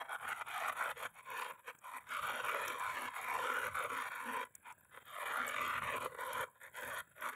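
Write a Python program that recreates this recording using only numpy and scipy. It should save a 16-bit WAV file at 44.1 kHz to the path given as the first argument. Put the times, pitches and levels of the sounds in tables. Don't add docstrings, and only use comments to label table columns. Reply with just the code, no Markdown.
import sys
import numpy as np
from scipy import signal
from scipy.fft import rfft, irfft, next_fast_len
from scipy.io import wavfile
from scipy.ndimage import uniform_filter1d, map_coordinates

SR = 44100
rng = np.random.default_rng(int(sys.argv[2]) if len(sys.argv) > 2 else 0)


def convert_level_to_amplitude(level_db):
    exponent = np.asarray(level_db, float) / 20
    return 10 ** exponent


def unload_wav(signal):
    wavfile.write(
        sys.argv[1],
        SR,
        np.round(np.clip(np.atleast_2d(signal).T, -1, 1) * 32767).astype(np.int16),
    )


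N = 324135

# (start [s], end [s], level at the start [dB], level at the end [dB])
ROLLS = [(0.096, 0.156, -46, -41), (0.2, 0.262, -55, -46), (0.28, 0.327, -40, -37),
         (0.336, 0.417, -49.5, -42), (0.48, 0.701, -41.5, -37.5), (0.778, 0.915, -39.5, -39),
         (0.978, 1.062, -45.5, -39), (1.261, 1.398, -54, -38), (1.416, 1.515, -36.5, -48.5),
         (1.846, 1.983, -51, -43.5), (2.073, 2.127, -52, -37), (2.129, 3.275, -38.5, -40),
         (3.289, 4.045, -36.5, -40.5), (4.046, 4.436, -42, -42), (4.93, 4.985, -55.5, -52),
         (5.07, 5.238, -50, -37.5), (5.258, 6.065, -39, -37.5), (6.194, 6.436, -41, -37.5),
         (6.768, 7.004, -45.5, -41.5), (7.176, 7.246, -57.5, -40.5), (7.25, 7.296, -38, -37)]
# (start [s], length [s], level [dB])
NUDGES = [(.008, 0.019, -45.5), (0.056, 0.0063, -52.5), (0.722, 0.01, -43), (1.157, 0.051, -55.5),
          (1.229, .03, -60.5), (1.537, 0.018, -59.5), (1.585, 0.019, -61), (1.996, 0.028, -56),
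          (1.682, 0.02, -40), (4.661, 0.061, -53.5), (5.013, 0.011, -55.5), (6.067, 0.063, -53.5),
          (4.553, 0.0094, -64), (6.119, 0.011, -57), (6.139, 0.0066, -57), (6.548, 0.033, -71.5),
          (6.625, 0.059, -57.5), (7.108, 0.021, -69), (7.3, 0.057, -52.5)]
# (start [s], length [s], loss [dB])
HITCHES = [(2.199, 0.025, 8), (2.413, 0.021, 7.5), (2.743, 0.052, 2.5), (2.916, 0.017, 2),
           (3.088, 0.063, 11.5), (3.686, 0.056, 9.5), (3.865, 0.027, 5.5), (4.091, 0.017, 10),
           (4.158, 0.081, 1.5), (5.795, 0.029, 11), (5.985, 0.017, 11.5)]
# (time [s], peak level [dB])
JOLTS = [(0.014, -35), (0.05, -45), (0.092, -44), (0.102, -42), (0.184, -52), (0.209, -42), (0.226, -41),
         (0.249, -38), (0.282, -34), (0.371, -41.5), (0.415, -33.5), (0.727, -36), (1.16, -50),
         (1.183, -47), (1.585, -53.5), (1.656, -48), (1.747, -53.5), (1.816, -58), (1.841, -46),
         (1.935, -37), (2.039, -52), (2.069, -44.5), (3.136, -36.5), (4.114, -35), (4.45, -44.5),
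         (4.599, -68), (4.627, -64), (4.653, -50), (4.916, -53), (5.09, -42), (6.118, -43), (6.126, -43),
         (6.146, -37.5), (6.185, -35.5), (6.556, -62), (6.613, -52), (6.743, -48), (6.753, -40),
         (6.832, -34.5), (7.069, -67), (7.116, -59.5), (7.164, -53), (7.181, -44), (7.222, -34.5),
         (7.329, -40)]
# (time [s], peak level [dB])
WHEEL_DROPS = [(0.012, -30), (0.094, -53), (0.101, -47), (0.254, -44), (0.41, -27), (0.463, -50),
               (0.474, -28), (.697, -22), (0.755, -32), (.811, -26), (1.051, -24), (1.302, -32),
               (1.506, -35.5), (2.222, -49), (2.545, -18.5), (2.618, -21), (3.155, -44), (3.282, -22),
               (3.499, -18), (3.902, -25), (4.468, -43.5), (4.566, -56), (4.81, -52), (4.85, -47.5),
               (4.973, -28), (5.819, -23), (5.876, -28), (6.019, -23), (6.058, -17.5), (6.185, -51),
               (7.181, -60), (7.22, -36)]
# (middle [s], length [s], gain over its usual share [dB])
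LOAD_ROCKS = [(0.24, 0.048, 8), (0.903, .15, -1.5), (2.367, 0.068, 11), (2.707, 0.087, 11.5),
              (3.026, 0.11, 20.5), (3.495, 0.21, 13), (3.95, 0.11, 14.5), (4.284, 0.16, 24),
              (5.437, 0.19, 11.5), (5.705, 0.38, 17), (6.002, 0.1, 4), (6.354, 0.087, 10),
              (6.842, 0.055, 25.5), (7.238, 0.08, 11.5)]

# (frequency [Hz], width [Hz], level [dB])
SHELL = [(1719, 300, 6.5), (2009, 97, 6), (2207, 294, 4.5), (2490, 315, -1), (2726, 157, -0.5),
         (3196, 315, 0.5), (3159, 75, -1.5), (3525, 260, -5), (3738, 320, -13), (4368, 110, -20),
         (4330, 98, -14), (4500, 130, -43), (5420, 160, -32), (5890, 270, -21.5), (6795, 150, -3.5),
         (6790, 136, -10.5), (7700, 790, -16)]
HUBS = [(975, 110, -1), (1040, 120, 0)]
FRAME = [(1190, 170, -2), (1350, 190, 0), (1510, 170, -3)]
CAB = [(643, 82, -1), (866, 306, 10)]
BED = [(500, 70, 0)]
LOAD = [(251, 28, 0), (340, 90, -16)]
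# (frequency [Hz], width [Hz], level [dB])
BED_LOOSE = [(589, 85, 3.5), (384, 90, -16)]

# (time [s], level against the push [dB])
LEAN = [(0, -6), (.37, -13), (.6, -10), (1.1, -6.5), (1.3, -1.5), (2.0, -6), (2.2, -12.5), (2.5, -7.5),
        (2.8, -1), (3.2, 0), (3.65, -11.5), (4.4, 0.5), (5.1, -9.5), (5.7, -10), (5.9, 0.5), (6.5, -5),
        (6.7, -5), (7.35, -10)]
# (time [s], level against the push [dB])
SEAT = [(0, -21), (.5, -30.5), (.88, -11.5), (1.0, -19), (1.5, -18), (1.7, -16), (1.9, -28), (2.2, -16),
        (2.6, -7.5), (3.2, -25), (3.5, -8), (3.95, -12), (4.1, -19), (4.4, -9.5), (4.7, -21.5),
        (5.85, -7.5), (6.2, -12.5), (6.5, -8), (7.35, -13)]
# (time [s], level [dB])
FACING = [(0, -2.5), (1.0, -1), (1.2, 3.5), (1.5, -2), (2.8, -0.5), (3.6, -1), (5.4, -0.5), (6.4, -1),
          (6.6, 4.5), (7.03, 0), (7.18, -1), (7.35, 2.5)]
# (time [s], level [dB])
FINGERS = [
    (0, 10),
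    (1.15, 7),
    (1.7, -6),
    (2.1, 4.5),
    (3.2, 5.5),
    (3.7, 0.5),
    (5.1, 3),
    (6.2, 4),
    (7.0, 2.5),
]

# (time [s], level against the push [dB])
GRIT = [
    (0, -16.5),
    (1.2, -14.5),
    (2.5, -14.5),
    (4.4, -15),
    (5.3, -15.5),
    (6.0, -16.5),
    (6.8, -9),
    (7.35, -14.5),
]
# (frequency [Hz], level per Hz [dB])
CRUNCH = [(3820, -34), (6500, -8.5), (7600, -6.5), (10000, 2), (11700, -1), (13300, -3), (14000, -13),
          (15600, -7.5)]
# (time [s], peak level [dB], pitch [Hz])
STONE_SNAPS = [(.2808, -52, 10100), (.5786, -33, 8600), (.601, -36, 6550), (.6854, -31.5, 7340),
               (1.3024, -32, 11800), (1.3633, -38, 11300), (1.502, -37, 13000), (1.7874, -40, 7300),
               (2.09, -42, 7000), (2.136, -35, 9350), (2.2972, -31, 11900), (2.449, -31.5, 11000),
               (2.5444, -30, 12300), (2.616, -32, 11750), (2.6803, -29, 12000), (2.6801, -23.5, 5560),
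               (2.6805, -34, 7200), (2.796, -29.5, 7700), (3.019, -32, 10700), (3.2136, -37, 10800),
               (3.2137, -37, 7000), (3.754, -32, 11000), (3.839, -34, 10100), (4.4513, -39, 10400),
               (4.5518, -29, 7710), (4.552, -36, 13600), (4.7227, -37, 7700), (4.846, -48, 10400),
               (5.468, -33, 12800), (5.479, -28, 7950), (5.488, -26, 7150), (5.6141, -31, 12550),
               (5.8223, -36, 9900), (6.331, -28, 11200), (6.3315, -41, 5200), (6.3312, -40, 6900),
               (7.209, -40, 12100), (7.2085, -40, 5000)]
# (time [s], peak level [dB], pitch [Hz])
GRIT_TICKS = [(0.0921, -44, 10500), (0.1216, -46, 10700), (0.1374, -57, 10500), (0.185, -51, 10100),
              (0.3304, -44, 10500), (0.3929, -47, 10000), (0.4682, -46, 10000), (0.7251, -39, 11700),
              (0.8239, -44, 10200), (0.9003, -44, 10100), (1.027, -53, 7040), (1.1417, -53, 10300),
              (1.229, -53, 10200), (1.4465, -43, 10100), (2.176, -44, 10100), (2.2302, -45, 10800),
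              (2.4936, -39, 11600), (2.7002, -38, 11700), (2.8743, -47, 10800), (3.2439, -37, 11600),
              (3.3058, -39, 10600), (3.668, -38, 11700), (3.896, -44, 10000), (4.0092, -45, 10400),
              (4.12, -45, 10800), (4.2762, -41, 10900), (4.359, -54, 9640), (4.4054, -44, 10900),
              (4.5111, -65, 9880), (4.5221, -64, 7670), (4.5999, -64, 10430), (4.6279, -64, 8590),
              (4.6723, -53, 10000), (4.7064, -53, 10100), (4.7925, -59, 10500), (4.808, -53, 12400),
              (5.0538, -50, 12700), (5.111, -46, 12900), (5.3706, -42, 12800), (5.678, -33, 12600),
              (6.0032, -45, 10100), (6.022, -45, 10100), (6.1235, -60, 10600), (6.2955, -46, 9600),
              (6.6338, -42.5, 7800), (6.75, -54, 9940), (6.8313, -44, 12800), (6.8965, -38, 8500),
              (6.9994, -44, 7300), (7.2613, -53, 10600)]

# (start [s], end [s], frequency [Hz], gain [dB])
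GAPS = [(0.676, 0.786, 1550, -5), (1.64, 1.74, 2060, -11), (1.64, 1.74, 3440, -13),
        (1.64, 1.74, 4177.0, -1), (1.83, 1.94, 1880, -1), (1.83, 2.01, 2870, -3), (2.052, 2.59, 1790, -9.0),
        (2.07, 2.25, 734, -18), (2.46, 2.747, 754, -19), (2.707, 2.943, 2900, -12),
        (2.75, 2.85, 4220.0, -8.0), (3.177, 3.382, 2940, -15), (3.22, 3.41, 4177.0, -15),
        (3.383, 3.516, 1820, -6), (3.39, 3.62, 660, -9), (3.577, 3.908, 1820, -14),
        (3.91, 4.034, 825, -10.0), (4.055, 4.217, 3014.0, -22), (4.114, 4.442, 4040, -10.0),
        (4.127, 4.49, 760, -4), (4.28, 4.38, 2710, 4), (5.063, 5.233, 856, -13),
        (5.058, 5.443, 2670.0, -16), (5.244, 5.508, 4134.0, -2), (5.511, 6.148, 770, -7),
        (5.572, 5.713, 1740, -8), (6.1, 6.243, 2970, -3), (6.148, 6.31, 4240, -12), (6.155, 6.32, 2610, -4),
        (6.73, 6.887, 1130, -29), (6.73, 7.04, 2680, -11), (6.904, 7.037, 865, -19),
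        (7.16, 7.333, 2460, -7), (7.16, 7.35, 735, -20)]
# (start [s], end [s], frequency [Hz], width [Hz], gain [dB])
RINGS = [(0, 0.276, 1405, 65, 6.5), (.03, 0.083, 1480, 120, 7.5), (0.5, 0.28, 1450, 130, 2),
         (0.9, .75, 1300, 100, 3), (5, 5.04, 3100, 100, 7), (5.5, 6.25, 490, 90, -7),
         (1.1, 1.62, 860, 90, 7), (2.56, 2.6, 1050, 130, -2), (3, 3.12, 470, 70, 8),
         (3.5, 3.35, 1260, 96, -2), (4, 4.5, 380, 92, -5.5), (4.5, 4.52, 930, 75, 7),
         (4.5, 4.72, 2350, 110, 8.5), (4.64, 4.75, 920, 57, 9), (4.5, 5.3, 6000, 510, -6),
         (5, 6.2, 5800, 350, -4), (5.5, 5.8, 1080, 82, -6), (6.5, 6.7, 474, 49, -6),
         (5.5, 6.3, 790, 115, -7.5), (6.46, 6.52, 900, 73, 9), (6, 7.1, 850, 120, 3.5),
         (7, 6.75, 3360, 130, 9.5), (6.72, 6.87, 3200, 110, 8.5), (6.5, 7.1, 1820, 120, 6),
         (6.52, 6.8, 960, 73, -1), (7.0, 7.35, 5400, 440, -5), (7, 7.7, 1380, 110, 3.5),
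         (5.5, 6.19, 1170, 100, 5), (3, 3.5, 1103, 91, -7.5), (4.5, 5.03, 1100, 93, -8),
         (5, 5.48, 360, 41, -9), (3.5, 3.8, 630, 46, -6), (6.96, 7.2, 1070, 92, -5),
         (6.6, 6.72, 2350, 120, 6), (6, 6.74, 2670, 200, -10), (0.5, 0.47, 1420, 76, 8),
         (2.5, 2.95, 1070, 94, -4.5), (2.5, 2.68, 430, 60, 6.5), (.62, .95, 487, 35, 5),
         (-0.5, 0.43, 3150, 150, 4.5), (6, 6.44, 1260, 230, -4.5), (2.5, 2.6, 2100, 150, 2)]

# (time [s], level [dB])
WIND = [(0.0, -77.5), (0.61, -78), (1.94, -86.5), (2.31, -63), (2.35, -72), (3.09, -68.5), (3.13, -76.5),
        (3.68, -66.5), (4.17, -78), (4.28, -74), (4.62, -85.5), (6.02, -58.5), (6.24, -72.5), (6.41, -62),
        (6.55, -88), (7.02, -65), (7.04, -79), (7.35, -81)]
# (frequency [Hz], level per Hz [dB])
RUMBLE = [(12, -46), (20, -32), (38, -16.5), (75, -1), (129, 0), (184, -7.5), (220, -6), (290, -59),
          (480, -120)]
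# (frequency [Hz], level per Hz [dB])
AIR = [(15, -32), (25, -36), (123, 3.5), (451, -5), (607, -4), (754, -6), (962, -14), (1130, -41),
       (1610, 7), (4140, -102), (6210, -34), (7710, -4.5), (11300, -79), (13600, -24), (16000, -1)]

# (frequency [Hz], width [Hz], gain [dB])
NOTCH = (4890, 110, -22)
# (time [s], share [0 = not at all, 1 = usual])
NOTCH_FILL = [(0, 1.8), (.5, 0.41), (1.1, 0.45), (2, 1.4), (2.3, .9), (2.9, 1.3), (3.4, 0.96), (4.15, 1.3),
              (4.3, .4), (4.7, .7), (5.2, 0.74), (5.5, .8), (5.85, 2.3), (6.3, 1.5), (6.7, 0.76),
              (6.95, 0.98), (7.35, 0.64)]
# (frequency [Hz], width [Hz], gain [dB])
PORT_PEAKS = [(10100, 145, 4.5), (11700, 150, 0.5), (12800, 380, 3.5), (14000, 420, -2), (6450, 220, -4)]

PIVOT_DB = -57
TOP_HZ = 15640


def wheels():
    push_db = push()
    hubs_db, bed_db, facing_db = curve(LEAN), curve(SEAT), curve(FACING)
    frame_db = -10 - 0.4 * hubs_db - 0.41 * facing_db
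    cab_db = -15 - 0.27 * bed_db + curve(FINGERS)
    load_db = push_db - 34 + rocking()

    texture = convert_level_to_amplitude(0.4 * wobble(25) + 0.7 * wobble(70))
    pebbles = np.minimum(grains(900, spread_db=2.5), 2.6) * rng.choice([-1, -1, 1], N)
    roughness = unit(unit(pebbles) + 0.45 * rng.standard_normal(N))
    drops = knocks() / convert_level_to_amplitude(push_db)
    bumps = texture * roughness - drops
    rear = texture * np.roll(roughness, SR // 3) - drops

    truck = shaken(bumps, push_db + facing_db - 6.5, SHELL)
    truck += shaken(bumps, load_db - 0.8, LOAD)
    wander_db = 5 * wobble(7)
    truck += shaken(rear, push_db + bed_db - 6.5 - wander_db, BED_LOOSE)
    truck += shaken(bumps, push_db + bed_db + wander_db - 0.5, BED)
    truck += shaken(rear, push_db + cab_db - 8, CAB)
    truck += shaken(bumps, push(spin_db=6) + hubs_db + 0.11, HUBS)
    truck += shaken(bumps, push_db + frame_db + 0.35, FRAME)
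    gentle_db = 0.4 * np.minimum(push_db + 42, 0)
    return truck + thud(bumps, push_db + facing_db - 7 + gentle_db)


def push(spin_db=0):
    rise, stop, settle = 588, 1284, 213
    stop_db = 20.5 - spin_db
    hitch_edge = 0.009
    jolt_db, jolt_hold, jolt_rise, jolt_fall = -6, 0.005, 7000, 1800

    t = np.arange(0, N + 32, 32) / SR
    level = -75.5
    creeps = [(start, start + length, db, db) for start, length, db in NUDGES]
    for start, end, first, last in [*ROLLS, *creeps]:
        after = np.maximum(t - end, 0)
        loss = rise * np.maximum(start - t, 0)
        loss = loss + np.minimum(stop * after, stop_db + settle * after)
        level = np.maximum(level, np.interp(t, [start, end], [first, last]) - loss)
    for start, length, db in HITCHES:
        level = level - db * window(t, start, start + length, hitch_edge)
    for s, db in JOLTS:
        loss = jolt_rise * np.maximum(s - t, 0) + jolt_fall * np.maximum(t - s - jolt_hold, 0)
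        level = np.maximum(level, db + jolt_db - loss)
    return np.interp(np.arange(N) / SR, t, level)


def knocks():
    blows = np.zeros(N)
    jolt_starts = [(s, db + 5) for s, db in JOLTS]
    for s, db in [*WHEEL_DROPS, *jolt_starts]:
        blows[round(s * SR)] = convert_level_to_amplitude(db + 11)
    return filtered(blows, lambda hz: 1 / (1 + 1j * hz / 3000) ** 2)


def rocking():
    t = np.arange(N) / SR
    return sum(db * np.exp(-2 * ((t - middle) / length) ** 2) for middle, length, db in LOAD_ROCKS)


def shaken(force, db, modes):
    power = sum(width * convert_level_to_amplitude(2 * level) for _, width, level in modes)
    norm = np.sqrt(np.pi / SR * power)

    def response(hz):
        total = 0
        for k, (centre, width, level) in enumerate(modes):
            wide = max(width, centre / 30)
            peak = resonance(hz, centre, wide) * resonance(hz, centre, 3.48 * wide) ** 2
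            total = total + (-1) ** k * convert_level_to_amplitude(level) * peak
        return total

    return filtered(force * convert_level_to_amplitude(db) / norm, response)


def thud(force, db):
    return filtered(force * convert_level_to_amplitude(db), lambda hz: resonance(hz, 1700, 1690) * resonance(hz, 810, 6330) ** 2)


def sand():
    t = np.arange(SR // 40) / SR
    bursts = signal.fftconvolve(np.minimum(grains(70, spread_db=4), 4), fading(t, 0.035))[:N]
    pops = signal.fftconvolve(np.minimum(grains(260, spread_db=5), 6), fading(t, 0.006))[:N]
    crush = 0.45 + 0.55 * unit(bursts) + 0.75 * unit(pops)
    rustle = patchy(crush * rng.standard_normal(N), size=128, bins=10, frames=3, depth_db=0.5, lift=2.8)
    rustle = filtered(coloured(rustle, CRUNCH), lambda hz: low_cut(hz, 6450, 24))
    crunch_db = PIVOT_DB + 0.84 * (push() - PIVOT_DB) + curve(GRIT)
    crunch = convert_level_to_amplitude(crunch_db - 3.5) * unit(rustle)
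    at_rest = convert_level_to_amplitude(-81.5) * unit(filtered(rustle, lambda hz: low_cut(hz, 7500, 24)))
    return crunch + at_rest


def stones():
    out, t = np.zeros(N + SR), np.arange(SR // 20) / SR
    when, size, pitch = rng.random((60, 3)).T
    work_db = push()[(when * N).astype(int)]
    chip_db = work_db + 2 * np.minimum(work_db - PIVOT_DB, 0) - 28 + 16 * (2 * size - 1)
    chips = zip(when * N / SR, chip_db, 10000 + 2800 * pitch)
    ticks = [(s, db + 3, hz) for s, db, hz in GRIT_TICKS]

    for s, db, hz in [*STONE_SNAPS, *ticks, *chips]:
        fade = fading(t, 0.012) * (1 - np.exp(-t / 0.0012))
        crack = np.diff(rng.standard_normal(len(t) + 1)) * 0.17 * convert_level_to_amplitude(db + 40) ** 0.3
        slow_noise = uniform_filter1d(rng.standard_normal(len(t)), size=32)
        ring = slow_noise * 6 * np.sin(2 * np.pi * hz * t)
        out[round(s * SR):][:len(t)] += convert_level_to_amplitude(db - 3) * fade * (crack + ring)

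    def band(hz):
        above_top = convert_level_to_amplitude(-27) * (hz < 16600)
        return np.where(hz < TOP_HZ, 1, above_top) * low_cut(hz, 5000, 14)

    return filtered(out[:N], band)


def yard(x):
    t = np.arange(SR // 5) / SR
    tail = rng.standard_normal(len(t)) * fading(t, 0.16)
    x = x + convert_level_to_amplitude(-19) * signal.fftconvolve(x, tail / np.linalg.norm(tail))[:N]
    return patchy(cancel(x, gaps), size=512, bins=2, frames=16, depth_db=4.8, lift=1)


def gaps(hz, t):
    rows = [(start, end, centre, 45 + 0.011 * centre, db) for start, end, centre, db in GAPS]
    return sum(db * window(t, start, end, 0.035) / (1 + ((hz - centre) / width) ** 2)
               for start, end, centre, width, db in [*rows, *RINGS])


def ground():
    return convert_level_to_amplitude(curve(WIND) + 4.3 * wobble(13)) * unit(coloured(rng.standard_normal(N), RUMBLE))


def air():
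    ticks = signal.fftconvolve(grains(40, spread_db=3), fading(np.arange(400) / SR, 0.01))[:N]
    settling = 1 + 1.1 * unit(ticks)
    swell = convert_level_to_amplitude(1.5 * wobble(15))
    return convert_level_to_amplitude(-67.5) * swell * unit(coloured(settling * rng.standard_normal(N), AIR))


def port(x):
    notch_hz, width, db = NOTCH
    centre = notch_hz + 50 * wobble(6.5)
    share = np.maximum(curve(NOTCH_FILL) + 0.6 * wobble(9), 0)

    def peaks(hz):
        return convert_level_to_amplitude(sum(level / (1 + ((hz - top) / wide) ** 2) for top, wide, level in PORT_PEAKS))

    def notch(hz, t):
        i = np.minimum(t * SR, N - 1).astype(int)
        return db * share[i] / (1 + ((hz - centre[i]) / width) ** 2)

    return cancel(filtered(x, peaks), notch)


def unit(x):
    return x / np.sqrt(np.mean(x ** 2) + 1e-20)


def curve(rows):
    s, value = np.transpose(rows)
    return np.interp(np.arange(N) / SR, s, value)


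def window(t, start, end, edge):
    return np.clip(np.minimum(t - start, end - t) / edge + 0.5, 0, 1)


def fading(t, length):
    return convert_level_to_amplitude(-60 * t / length)


def wobble(rate):
    coarse = np.arange(0, N + 64, 64)
    points = rng.standard_normal(int(N * rate / SR) + 4)
    return np.interp(np.arange(N), coarse, map_coordinates(points, [coarse * rate / SR]))


def grains(rate, spread_db):
    hit = rng.random(N) < rate / SR
    return hit * convert_level_to_amplitude(np.minimum(spread_db * rng.exponential(size=N), 25))


def filtered(x, response):
    m = next_fast_len(N + 8192)
    return irfft(rfft(x, m) * response(np.fft.rfftfreq(m, 1 / SR)), m)[:N]


def coloured(x, points):
    f, db = np.transpose(points)
    return filtered(x, lambda hz: convert_level_to_amplitude(np.interp(np.log(hz + 1), np.log(f), db)))


def low_cut(hz, corner, steepness):
    return 1 / (1 + (corner / (hz + 1)) ** steepness)


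def resonance(hz, centre, width):
    return 1j * hz * width / (centre * centre - hz * hz + 1j * hz * width)


def patchy(x, size, bins, frames, depth_db, lift):
    z = signal.stft(x, nperseg=size)[2]
    field = rng.standard_normal(z.shape)
    for _ in range(2):
        field = uniform_filter1d(field, size=bins, axis=0)
        field = uniform_filter1d(field, size=frames, axis=1)
    gain = convert_level_to_amplitude(depth_db * np.minimum(unit(field), lift))
    return signal.istft(z * gain, nperseg=size)[1][:N]


def cancel(x, gain_db):
    hz, t, z = signal.stft(x, SR, nperseg=1024)
    return signal.istft(z * convert_level_to_amplitude(gain_db(hz[:, None], t)), SR, nperseg=1024)[1][:N]


def scene():
    steady = yard(wheels() + sand()) + ground() + air()
    steady = filtered(steady, lambda hz: hz < TOP_HZ)
    return port(steady + stones())[None]


def top_cut(x):
    return signal.sosfilt(signal.butter(12, 16460, fs=SR, output="sos"), x)


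def record(dry):
    return top_cut(dry)


dry = scene()
out = record(dry)
unload_wav(out)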